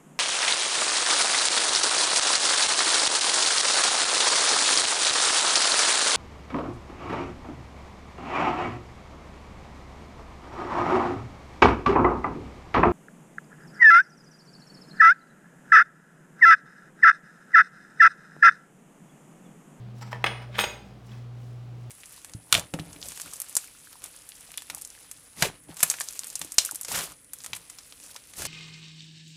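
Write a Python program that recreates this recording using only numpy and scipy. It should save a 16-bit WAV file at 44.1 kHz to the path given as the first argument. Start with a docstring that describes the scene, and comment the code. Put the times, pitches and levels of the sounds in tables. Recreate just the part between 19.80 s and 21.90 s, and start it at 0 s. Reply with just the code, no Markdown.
"""A fridge hums in a quiet room and fingers rustle; then a steel knife is lifted off a plate rim,
knocked, slid and dropped on a hard kitchen counter. The hum dips and wavers from about 0.8 to 1.3 s.
Blows excite decaying sine modes of counter, plate and knife; dense random clicks make the slide and rustle.
The hum is two sines with two fuzzy noise bands; shaped noise is the air; echoes and a tail are the room."""
import sys
import numpy as np
from scipy import signal
from scipy.fft import rfft, irfft
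from scipy.io import wavfile

SR = 44100
rng = np.random.default_rng(int(sys.argv[2]) if len(sys.argv) > 2 else 0)


def dump_mix(stems):
    """Bounce the given channels to the path in sys.argv[1] as a 16-bit WAV at rate SR."""
    frames = np.atleast_2d(stems).T  # one column per channel
    limited = np.clip(frames, -1, 1)  # hard clip at full scale
    pcm = np.round(limited * 32767).astype(np.int16)
    wavfile.write(sys.argv[1], SR, pcm)


def makeup_ratio(level_db):
    """Linear amplitude ratio for a level in decibels (20 dB per factor of ten)."""
    decades = np.asarray(level_db, float) / 20
    return 10 ** decades


N = 92610


def evened(x):
    """Scales to power 1."""
    return x / np.sqrt(np.mean(x ** 2) + 1e-20)


def read(points, hz):
    """Reads a spectral curve, linear in log frequency."""
    f, value = np.transpose(points)
    return np.interp(np.log(hz + 1), np.log(f + 1), value)


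def follow(rows, axis=1, outside=None):
    """Reads one column of a time curve at every sample."""
    rows = np.array(rows)
    return np.interp(np.arange(N) / SR, rows[:, 0], rows[:, axis], outside, outside)


def colour(x, points):
    """Shapes x by a spectrum."""
    gain = makeup_ratio(read(points, np.fft.rfftfreq(len(x), 1 / SR)))
    return irfft(rfft(x) * gain, len(x))


def resonate(x, hz, width_hz):
    """Two-pole resonance, output power 1."""
    r = np.exp(-np.pi * width_hz / SR)
    return evened(signal.lfilter([1], [1, -2 * r * np.cos(2 * np.pi * hz / SR), r * r], x))


def ring(modes, tilt_db=0., spread_db=0., wobble=0., size=SR // 2):
    """Decaying sine modes after one tap; where it is struck shifts their balance."""
    wobble_hz = 40
    hz, db, t60_s = np.transpose(modes)[:, :, None]
    t = np.arange(size) / SR
    luck = rng.standard_normal(hz.shape)
    flutter = 0
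    if wobble:
        slow = signal.butter(2, wobble_hz, fs=SR, output="sos")
        flutter = evened(signal.sosfilt(slow, rng.standard_normal((len(hz), size))))
    balance_db = spread_db * luck + tilt_db * np.log2(hz / 2000)
    height = makeup_ratio(db + balance_db - 60 * t / t60_s)
    phase = 2 * np.pi * hz * t + np.pi * wobble * flutter
    return (height * np.sin(phase)).sum(0)


# counter modes: (frequency [Hz], level before tilt [dB], t60 [s])
COUNTER_MODES = [(474, -29, 0.098), (623, -11.5, 0.023), (820, -9, 0.017), (980, -7.5, 0.019),
                 (1140, 0.5, 0.005), (1326, -9, 0.022), (1626, 2, 0.011), (1800, -0.5, 0.017),
                 (2203, 8, 0.0096), (2490, 4, 0.014), (2885, 8, 0.0034), (3060, 4, 0.0075),
                 (3340, 2.5, 0.006), (4860, -7, 0.0057), (6000, -30, .008)]


def counter_ring(tilt_db, spread_db=0., size=SR // 2):
    """Short, heavily damped answer of the counter; tilt in dB per octave about 2 kHz."""
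    return ring(COUNTER_MODES, tilt_db, spread_db, size=size)


def blows(table, modes, wobble):
    """Each blow: a chattering tap into the counter, a bright noise crack, and the object ringing on."""
    chatter_level, soft_above_hz = .22, 4500
    crack_over_ring_db, crack_t60_s = 7, 0.0069
    out = np.zeros(N + SR)
    t = np.arange(SR // 10) / SR
    # the contact lasts long enough to dull the knock
    soft = signal.butter(2, soft_above_hz, fs=SR, output="sos")
    for s, db, tilt_db, chatter_t60_s, ring_db in table:
        chatter = chatter_level * rng.standard_normal(len(t)) * makeup_ratio(-60 * t / chatter_t60_s)
        chatter[0] = 1
        body = counter_ring(tilt_db, spread_db=2.0, size=len(t))
        knock = signal.sosfilt(soft, signal.fftconvolve(body, chatter)[:len(t)])
        crack_gain = makeup_ratio(ring_db + crack_over_ring_db - 60 * t / crack_t60_s)
        crack = crack_gain * rng.standard_normal(len(t))
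        start = round(s * SR)
        out[start:][:len(t)] += makeup_ratio(db) * (knock / abs(knock).max() + crack)
        out[start:][:SR // 2] += makeup_ratio(db + ring_db) * ring(modes, spread_db=2.5, wobble=wobble)
    return out[:N]


# knocks with plate ring: (time [s], knock peak [dB], tilt [dB/octave], chatter t60 [s], ring re knock [dB])
PLATE_BLOWS = [(.3293, -18, -13, 0.022, -47), (.346, -35, -21, 0.028, -45), (.360, -26, -17, 0.014, -50),
               (.4417, -5, -11, 0.0054, -31), (.4432, -6, -6, 0.0065, -48), (.4447, -9.5, -5.5, 0.012, -47),
               (.462, -17, 0, 0.042, -26), (.466, -17, 5, 0.048, -36), (.512, -29.5, -9, 0.072, -35),
               (.560, -37, -1, 0.018, -48), (.6195, -35, -0.5, 0.045, -26)]
# plate mode frequencies: (frequency [Hz])
PLATE_HZ = [4732, 5120, 6352, 8274, 9566, 10270, 15300]
# plate modes, same order: (relative level [dB], t60 [s])
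PLATE_MODES = [(-20, 0.13), (-3.5, 0.17), (-12, .2), (-13, 0.15), (-8, 0.33), (-21, 0.054), (-27, 0.035)]


def plate_blows():
    """Knocks on the counter that leave the plate's steady modes ringing."""
    return blows(PLATE_BLOWS, np.c_[PLATE_HZ, PLATE_MODES], wobble=0)


# knocks with knife ring: (time [s], knock peak [dB], tilt [dB/octave], chatter t60 [s], ring re knock [dB])
KNIFE_BLOWS = [(.7842, -19, -14, 0.033, -27), (.7906, -4, 6, 0.015, -47), (.7965, -18, 16, 0.015, -22),
               (.8025, -24, 16, .02, -19), (.810, -23.5, 21, 0.056, -16.5), (.839, -11, 6, 0.035, -45),
               (.8412, -14, 17, 0.013, -44), (.8435, -16.5, -13.5, 0.017, -38)]
# knife mode frequencies: (frequency [Hz])
KNIFE_HZ = [2492, 3801, 4840, 5125, 6363, 6600, 6700, 8280, 8400, 8990, 10250, 11510, 12510, 13680, 14940]
# knife modes, same order: (relative level [dB], t60 [s])
KNIFE_MODES = [(9, 0.092), (6, 0.14), (-13, 0.56), (-2.5, 0.17), (-5, 0.33), (-11, 0.42), (2.5, 0.25),
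               (1.5, 0.15), (-1, .15), (0.5, 0.091), (1.5, 0.093), (-2, .1), (-1, 0.11), (-4, 0.13),
               (-1, .1)]
BLADE_WOBBLE = .3  # rms phase flutter, in half turns: contact with the counter unsettles the ring


def knife_blows():
    """Knife hits the counter; contact makes its modes flutter in phase."""
    return blows(KNIFE_BLOWS, np.c_[KNIFE_HZ, KNIFE_MODES], BLADE_WOBBLE)


# blade slides in, then rattles flat:
# (time [s], slip level [dB], blade ring re slips [dB], hiss re slips [dB])
SLIDE = [(.66, -64, -40, -42), (.7, -74, -40, -40), (.73, -54.5, -32, -24), (.754, -38.5, -20, -25),
         (.772, -41, -15, -41), (.781, -43.5, 7.5, -42), (.792, -25.5, -40, -39), (.81, -31.5, 2, -52),
         (.825, -32.5, -17, -42), (.836, -32.5, -26, -33), (.85, -37, -29, -33), (.88, -69, -20, -30),
         (.9, -78, -18, -30)]


def slide():
    """Dense slips of the blade drive the counter and the blade itself."""
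    slips = grains(per_s=3500, spread_db=2.0) * makeup_ratio(follow(SLIDE, outside=-120))
    body = counter_ring(tilt_db=1.)
    blade = ring(np.c_[KNIFE_HZ, KNIFE_MODES], wobble=BLADE_WOBBLE)
    blade_drive = slips * makeup_ratio(follow(SLIDE, axis=2))
    out = signal.fftconvolve(slips, body / np.linalg.norm(body))
    out += signal.fftconvolve(blade_drive, blade / np.linalg.norm(blade))
    hiss = makeup_ratio(follow(SLIDE, axis=3)) * slips
    return out[:N] + hiss


def grains(per_s, spread_db):
    """Random clicks of either sign, a few large, power 1."""
    size_db = spread_db * np.minimum(rng.exponential(1, N), 4)
    size = makeup_ratio(size_db) * rng.choice([-1., 1.], N)
    return evened(size * (rng.random(N) < per_s / SR))


# strokes of fingers and cloth:
# (time [s], level before an 8 dB lift [dB], squeak share of skin [0-1], cloth share [0-1])
RUSTLE = [
    [(0.12, -87, 0.4, 0.5), (0.146, -85, 0.4, 0.2), (0.15, -74, 0.5, 0.5), (0.192, -63.5, 0.43, 0.47),
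     (0.204, -79, 0.2, 0.3), (0.21, -63, 0.4, 0.7)],
    [(0.21, -59, 0.4, 0.1), (0.226, -46, 0.49, 0), (0.244, -66.5, 0.3, 0), (0.282, -57.5, 0.5, 0),
     (0.3, -72, 0.2, 0.2)],
    [(0.3, -82, 0.3, 0.4), (0.32, -46.5, 0.4, 0.03), (0.33, -51.5, 0.4, 0.15), (0.335, -65, 0.3, 0.2)],
    [(0.335, -64, 0.2, 0), (0.347, -57.5, 0, 0.2), (0.387, -76, 0.2, 0), (0.43, -61, 0.2, 0)],
    [(0.56, -62.5, 0.05, 0), (0.652, -60, 0.05, 0), (0.658, -77, 0.2, 0), (0.718, -74, 0.3, 0.3),
     (0.76, -64, 0.4, 0.2)],
    [(1.05, -70, 0.19, 0.27), (1.134, -76, 0.17, 0.24), (1.14, -85, 0.3, 0.2), (1.16, -86, 0.3, 0.2)],
    [(1.16, -84, 0.5, 0.11), (1.236, -81, 0.7, 0.5), (1.27, -68, 0.5, 0.7), (1.28, -75, 0.4, 0.2)],
    [(1.28, -72, 0.5, 0.12), (1.288, -65, 0.4, 0.15), (1.342, -63.5, 0.08, 0.24), (1.436, -74.5, 0.3, 0.2),
     (1.45, -64, 0.08, 0)],
    [(1.55, -72, 0.2, 0.2), (1.568, -75, 0.2, 0.2), (1.598, -74, 0.18, 0.64), (1.736, -76, 0.28, 0.77),
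     (1.78, -79, 0.4, 0.37), (1.94, -81, 0.2, 0.5), (2.028, -73, 0.24, 0.5), (2.052, -75, 0.03, 0.3),
     (2.1, -73, 0.3, 0.6)],
]
# dull skin spectrum: (frequency [Hz], relative density [dB per Hz])
SKIN = [(300, -41), (500, -24), (950, -1.5), (1500, -2), (3000, -11.5), (5500, -18), (8000, -37),
        (16000, -49)]
# thin cloth spectrum: (frequency [Hz], relative density [dB per Hz])
CLOTH = [(2000, -15), (5000, 7), (9000, 4), (14500, -4), (16000, 1)]
# finger squeak resonances: (frequency [Hz], width [Hz], relative level [dB])
SQUEAK = [(950, 140, 3), (1300, 50, 0.5), (5600, 740, 1.5), (7540, 450, -2.5), (11200, 1100, -11.5)]


def rustle():
    """Fine rubbing grains, blended from dull skin, broad squeak resonances and thin cloth."""
    fine = grains(per_s=3000, spread_db=3.5)
    skin = evened(colour(fine, SKIN))
    cloth = evened(colour(fine, CLOTH))
    squeak = evened(sum(makeup_ratio(db) * resonate(fine, hz, width_hz) for hz, width_hz, db in SQUEAK))
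    out = np.zeros(N)
    for rows in RUSTLE:
        squeak_share = np.clip(follow(rows, axis=2), 0, 1)
        cloth_share = np.clip(follow(rows, axis=3), 0, 1)
        fingers = (1 - squeak_share) * skin + squeak_share * squeak
        gain = makeup_ratio(follow(rows, outside=-120) + 8.0)
        out += gain * ((1 - cloth_share) * fingers + cloth_share * cloth)
    return out


# fingertip ticks: (time [s], starting level [dB], frequency [Hz], t60 [s])
TICKS = [(.221, -40, 950, 0.054), (0.225, -42, 1300, 0.062), (.346, -41.5, 1800, 0.034),
         (.695, -42.5, 600, 0.087), (0.621, -57, 14300, 0.01), (1.293, -52, 2930, 0.026),
         (1.318, -43.5, 3350, 0.015), (1.321, -49, 1800, 0.014), (1.337, -45, 2520, 0.012)]


def ticks():
    """Small fingertip ticks, each one decaying sine."""
    out = np.zeros(N + SR)
    for s, db, hz, t60_s in TICKS:
        out[round(s * SR):][:SR // 2] += ring([(hz, db, t60_s)])
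    return out[:N]


# upper hum line: (time [s], frequency [Hz], rms level [dB])
HUM = [(0.0, 119.6, -40), (0.1, 120.8, -41.5), (0.41, 121.1, -39.5), (0.78, 120.7, -42), (0.82, 115, -50.5),
       (0.84, 114, -49), (0.85, 116.5, -51), (0.86, 116, -82), (0.87, 114.3, -40), (0.89, 112, -59),
       (0.96, 121.7, -51), (1.02, 118.2, -58.5), (1.13, 124.6, -47), (1.2, 116.9, -53.5),
       (1.22, 119.4, -47.5), (1.36, 120.4, -40), (2.02, 120.4, -40.5), (2.1, 119.7, -40)]
# lower hum line: (time [s], rms level [dB])
LOW_HUM = [(0.0, -90), (0.06, -60), (0.26, -71), (0.46, -51), (0.63, -56), (0.84, -52), (1.37, -59.5),
           (2.1, -60)]
# fuzzy low fan band: (time [s], level [dB])
DRONE = [(0.0, -58), (0.09, -50.5), (0.41, -56), (0.47, -36), (0.56, -67), (0.62, -53), (0.74, -59.5),
         (0.79, -43.5), (0.97, -65.5), (1.05, -49.5), (1.14, -58), (1.47, -53.5), (1.54, -63), (2.1, -78)]


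def fridge():
    """Mains hum as two sine lines, and two fan bands of twice-resonated noise."""
    low_hum_hz = 60.
    drone_hz, drone_width_hz = 203.8, 23.7
    fan_hz, fan_width_hz, fan_db = 747, 99, -66.5
    hum_phase = 2 * np.pi * np.cumsum(follow(HUM)) / SR + 7 * rng.random()
    low_phase = 2 * np.pi * low_hum_hz * np.arange(N) / SR + 7 * rng.random()
    hum = makeup_ratio(follow(HUM, axis=2)) * np.sin(hum_phase)
    low = makeup_ratio(follow(LOW_HUM)) * np.sin(low_phase)
    drone_noise, fan_noise = rng.standard_normal((2, N))
    drone = resonate(resonate(drone_noise, drone_hz, drone_width_hz), drone_hz, drone_width_hz)
    fan = resonate(resonate(fan_noise, fan_hz, fan_width_hz), fan_hz, fan_width_hz)
    return np.sqrt(2) * (hum + low) + makeup_ratio(follow(DRONE)) * drone + makeup_ratio(fan_db) * fan


# room air spectrum: (frequency [Hz], relative density [dB per Hz])
AIR = [(140, -35), (230, 0), (306, -2.5), (399, -2), (444, -4), (704, -7), (902, -11.5), (1060, -10.5),
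       (1840, -17.5), (2960, -19), (16000, -41)]
# low rumble spectrum: (frequency [Hz], relative density [dB per Hz])
RUMBLE = [(25, -42), (45, -26), (70, -0.5), (100, 12), (140, 13.5), (230, 6.5), (300, -18)]


def air():
    """Steady room air and low rumble, both shaped noise."""
    air_db, rumble_db = -55.5, -55.5
    air_noise, rumble_noise = rng.standard_normal((2, N))
    hush = evened(colour(air_noise, AIR))
    rumble = evened(colour(rumble_noise, RUMBLE + [(500, -90)]))
    return makeup_ratio(air_db) * hush + makeup_ratio(rumble_db) * rumble


# reverberation time: (frequency [Hz], t60 [s])
ROOM = [(250, 0.78), (1000, 0.5), (2500, 0.46), (5000, 0.46), (10000, 0.35), (16000, 0.39)]
# early echoes: (delay [s], level [dB])
ECHOES = [(.0035, -14.5), (.0062, -18), (.0085, -19)]


def kitchen(x):
    """A few early echoes, then sparse taps whose bands die at their own speeds."""
    tail_db = -8.5
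    taps = np.zeros(SR)
    at = np.arange(400, SR - 20, 20) + rng.integers(0, 20, (SR - 401) // 20)
    taps[at] = rng.choice([-1., 1.], at.shape)
    hz, t, z = signal.stft(taps, SR, nperseg=256)
    decay = makeup_ratio(-60 * t / read(ROOM, hz)[:, None])
    tail = signal.istft(z * decay, SR, nperseg=256)[1]
    tail *= makeup_ratio(tail_db) / np.linalg.norm(tail)
    for s, db in ECHOES:
        tail[round(s * SR)] += makeup_ratio(db)
    return x + signal.fftconvolve(x, tail)[:N]


def scene():
    """Near sounds, thinned and placed in the room, over fridge and air."""
    near = plate_blows() + knife_blows() + slide() + rustle() + ticks()
    # the near sounds carry little below about 430 Hz
    thin = signal.butter(4, 428, "high", fs=SR, output="sos")
    near = signal.sosfilt(thin, near)
    return (kitchen(near) + fridge() + air())[None]


def band_limit(x):
    """A steep low-pass at the top of the band."""
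    return signal.sosfilt(signal.butter(12, 16530, fs=SR, output="sos"), x)


def record(dry):
    """Delivers the finished mix."""
    return band_limit(dry)


dry = scene()
out = record(dry)
dump_mix(out)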